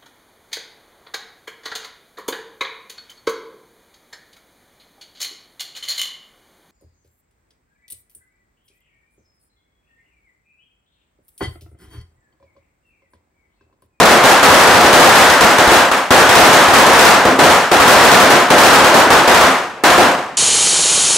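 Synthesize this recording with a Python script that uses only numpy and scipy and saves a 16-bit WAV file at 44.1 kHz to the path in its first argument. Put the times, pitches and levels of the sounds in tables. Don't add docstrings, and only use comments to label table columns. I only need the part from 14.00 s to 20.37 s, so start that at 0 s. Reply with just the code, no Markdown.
import sys
import numpy as np
from scipy import signal
from scipy.io import wavfile
from scipy.ndimage import uniform_filter1d

SR = 44100
rng = np.random.default_rng(int(sys.argv[2]) if len(sys.argv) > 2 else 0)


def put_to_file(sound):
    columns = np.atleast_2d(sound).T
    safe = np.clip(columns, -1, 1)
    whole_steps = np.round(safe * 32767)
    wavfile.write(sys.argv[1], SR, whole_steps.astype(np.int16))


N = 280915

# [t/s, level/dB before the street's gain, length of the push/ms, low thump level/dB]
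SINGLE_BANGS = [ (0.000, 12.5, .29, -19), (0.237, 11, 0.22, -12), (0.429, 17, 0.23, -1),
                (0.928, 16.5, .2, 7.5), (0.995, 19, 0.24, 9), (1.157, 15, .17, -13), (1.408, 12, .19, 5),
                (1.583, 10, .19, 3), (1.675, 9, 0.21, 6), (1.716, 13.5, .2, 2), (1.915, 1.5, .18, -11),
                (2.1058, 15.5, 0.24, 10), (2.291, 11.5, .18, 5), (2.735, 14.5, 0.22, 3),
                (3.050, 15.5, 0.19, -2), (3.252, 6.5, 0.38, 3), (3.3895, 11.5, 0.28, -9),
                (3.715, 9.5, .21, -12), (4.302, 13, 0.22, -10), (4.5028, 12.5, 0.3, -13),
                (4.842, 10.5, .22, -2), (4.942, 14, .26, -7), (5.103, 14, .23, -1), (5.276, 12.5, 0.25, 2),
                (5.8371, 10.5, .2, -14), (5.979, 11, .29, -4)]
# [first t/s, last t/s, middle level/dB before the street's gain, middle thump level/dB]
FUSE_RUNS = [ (0.054, 0.11, 13, -10), (0.251, 0.29, 9, -13), (0.50, 0.845, 9.5, -2), (1.039, 1.30, 9.5, -5),
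             (1.44, 1.511, 2, -1), (2.139, 2.179, 8, -12), (2.352, 2.529, 12.5, -4), (2.61, 2.682, 5, -6),
             (2.78, 2.99, 13, -6), (3.437, 3.50, 10.5, -8), (3.80, 4.20, 15, -5), (4.58, 4.73, 12, -6),
             (5.344, 5.41, 9, -9), (5.861, 5.90, 3.5, -12)]


def crackers(spot_count=11):
    spots = np.zeros((spot_count, N))
    thumps = np.zeros(N)
    echoes = [street() for _ in spots]
    fired = [tuple(row) for row in SINGLE_BANGS]
    for row in FUSE_RUNS:
        fired += run(*row)
    for k, (s, db, push_ms, thump_db) in enumerate(sorted(fired)):
        add(spots[k % spot_count], s, gain_of(db) * blast(push_ms))
        add(thumps, s, gain_of(thump_db) * thump())
    echoed = sum(signal.fftconvolve(spot[None], echo, axes=1)[:, :N] for spot, echo in zip(spots, echoes))
    return thumps + hollow(echoed)


FUSE_S = 0.062
FUSE_JITTER = 0.35
STRENGTH_SPREAD_DB, THUMP_SPREAD_DB = 3.5, 8
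PUSH_MS, PUSH_AT_DB = 0.2, 11
PUSH_DOUBLES_DB = 25
PUSH_SPREAD_OCTAVES = 0.32


def run(first_s, last_s, db, thump_db):
    count = 1 + int(np.ceil((last_s - first_s) / FUSE_S - 0.5))
    late, charge, push, low = rng.uniform(-1, 1, (count, 4)).T
    times = np.linspace(first_s, last_s, count)
    times[1:-1] += FUSE_JITTER * FUSE_S * late[1:-1]
    strength_db = db + STRENGTH_SPREAD_DB * charge
    octaves = (strength_db - PUSH_AT_DB) / PUSH_DOUBLES_DB + PUSH_SPREAD_OCTAVES * push
    push_ms = PUSH_MS * 2 ** octaves
    return list(zip(times, strength_db, push_ms, thump_db + THUMP_SPREAD_DB * low))


def blast(push_ms, size=512):
    u = np.arange(size) / SR * 1000 / push_ms
    decay = np.exp(-u)
    wave = (1 - u) * decay
    wave -= wave.sum() * decay / decay.sum()
    return wave / np.linalg.norm(wave)


def thump(lowest_hz=47.74, highest_hz=109.12, t60=0.046, size=6000):
    t = np.arange(size) / SR
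    hz = rng.uniform(lowest_hz, highest_hz)
    return np.sin(2 * np.pi * hz * t) * gain_of(-60 * t / t60)


# [f/Hz, level/dB]
STREET_COLOUR = [(25, -17), (60, -16), (130, -8.5), (260, -4), (500, -2.5), (900, -1.5), (1650, -1.07),
                 (2150, -4), (2700, -5), (4500, -8.5), (8000, -8.5), (15000, -13)]
# [f/Hz, t60/s]
FRONT_RING = [(80, 0.79), (300, 0.42), (900, 0.6), (2500, 0.57), (6000, 0.57), (14000, 0.46)]
# [f/Hz, correlation/1]
ECHO_LIKENESS = [(60, 1), (300, 1), (700, 0.96), (1400, .89), (3000, 0.75), (7000, 0.63), (15000, 0.35)]
# [f/Hz, level/dB]
FAR_COLOUR = [(100, -5), (400, 1.5), (900, -1.5), (2500, 0.5), (8000, -8), (15000, -14)]


def street(direct_db=20, wall_db=14, wall_fall_db=15, wall_s=0.09, wall_count=12,
           far_db=-32, far_t60=2.5, slap_db=-39, slap_s=0.5, slap_spread_s=0.011):
    t = np.arange(SR) / SR
    hz, age, (a, b) = signal.stft(rng.standard_normal((2, len(t))), SR, nperseg=256)
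    same = np.clip(read(ECHO_LIKENESS, hz), 0, 1)[:, None]
    mid = a * np.sqrt((1 + same) / 2)
    side = b * np.sqrt((1 - same) / 2)

    near = gain_of(-60 * age / read(FRONT_RING, hz)[:, None])
    far = gain_of(far_db - 60 * age / far_t60)
    slap = gain_of(slap_db) * np.exp(-((age - slap_s) / slap_spread_s) ** 2)
    distant = np.hypot(far, slap) * gain_of(read(FAR_COLOUR, hz))[:, None]
    fade = clumps(age) * np.hypot(near, distant)
    scatter = np.array([mid + side, mid - side]) * fade
    paths = signal.istft(scatter, SR, nperseg=256)[1][:, :len(t)]

    paths[:, 0] += gain_of(direct_db)
    for delay, bearing in rng.random((wall_count, 2)):
        lag = (bearing - 0.5) * 0.00021
        reflection = [gain_of(wall_db - wall_fall_db * delay)]
        for path, sign in zip(paths, (-1, 1)):
            add(path, delay * wall_s + sign * lag / 2, reflection)
    return colour(paths, STREET_COLOUR)


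def clumps(age, lumpy_db=1.0, ground_db=2.5, ground_s=0.0066,
           gap_db=4, gap_s=0.013, gap_width_s=0.0041, size=3):
    lumps = uniform_filter1d(rng.standard_normal(len(age)), size) * np.sqrt(size)
    ground = ground_db * np.exp(-(age / ground_s) ** 2)
    lull = gap_db * np.exp(-((age - gap_s) / gap_width_s) ** 2)
    return gain_of(lumpy_db * lumps + ground - lull)


# [f/Hz, width/Hz, level/dB relative to the sound that excites them]
PORCH_TONES = [(266, 15, -6), (344, 21, -7), (519, 17, -5.5), (595, 24, -8.5), (714, 18.3, -5),
               (830, 36, -11.5), (1026, 61, -13), (1261, 57, -24)]


def hollow(x):
    tones = 0
    for hz, width_hz, db in PORCH_TONES:
        tones = tones + gain_of(db) * signal.lfilter(*signal.iirpeak(hz, hz / width_hz, SR), x)
    return x + tones


# [f/Hz, level/dB]
TOWN_COLOUR = [(20, -6), (45, -2), (120, 1), (400, -10), (900, -10), (3000, -26), (15000, -45)]


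def town(db=-44):
    noise = colour(rng.standard_normal((1, N)), TOWN_COLOUR)
    return gain_of(db) * noise / noise.std()


def scene():
    return crackers() + town()


# [f/Hz, level/dB]
SIDE_GAIN = [(30, -8), (70, -2), (150, 0.5), (400, 4), (1000, 2.5), (2200, 3.5), (4500, 2.5), (12000, -2.5)]


def widen(x):
    mid = (x[:1] + x[1:]) / 2
    side = colour((x[:1] - x[1:]) / 2, SIDE_GAIN)
    return np.vstack([mid + side, mid - side])


def smear(x, hz=2600, width_hz=1100):
    band = signal.lfilter(*signal.iirpeak(hz, hz / width_hz, SR), x)
    return x - 2 * band


# [f/Hz, level/dB]
RECORDER_COLOUR = [(15, -18), (35, -11), (70, -3), (250, 1), (1000, -0.5), (2500, -2), (6000, -1.5),
                   (10000, -1.5), (15000, -3)]
EDGE_HZ = 15750


def record(dry, knee=4.3, ceiling_db=-5.0, left_db=0.3, order=2):
    fine = signal.resample_poly(dry, order, 1, axis=1)
    flat = fine / (1 + abs(fine) ** knee) ** (1 / knee)
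    wide = widen(signal.resample_poly(flat, 1, order, axis=1))
    out = colour(smear(wide), RECORDER_COLOUR)
    gains = gain_of([[ceiling_db + left_db], [ceiling_db - left_db]])
    out = np.clip(out * gains, -1, 1)
    low_pass = signal.firwin(511, EDGE_HZ, window=("kaiser", 8), fs=SR)
    return signal.oaconvolve(out, low_pass[None], "same")


def gain_of(db):
    return 10 ** (np.asarray(db) / 20)


def read(points, hz):
    f, value = np.transpose(points)
    return np.interp(np.log(hz + 1), np.log(f), value)


def add(mix, s, sound):
    part = mix[max(round(s * SR), 0):][:len(sound)]
    part += sound[:len(part)]


def colour(x, points, size=4096):
    log_gain = np.log(gain_of(read(points, abs(np.fft.fftfreq(size, 1 / SR)))))
    spectrum = np.exp(np.conj(signal.hilbert(log_gain)))
    taps = np.fft.ifft(spectrum).real[:size // 2]
    return signal.oaconvolve(x, taps[None], axes=1)[:, :x.shape[1]]


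dry = scene()
out = record(dry)
put_to_file(out)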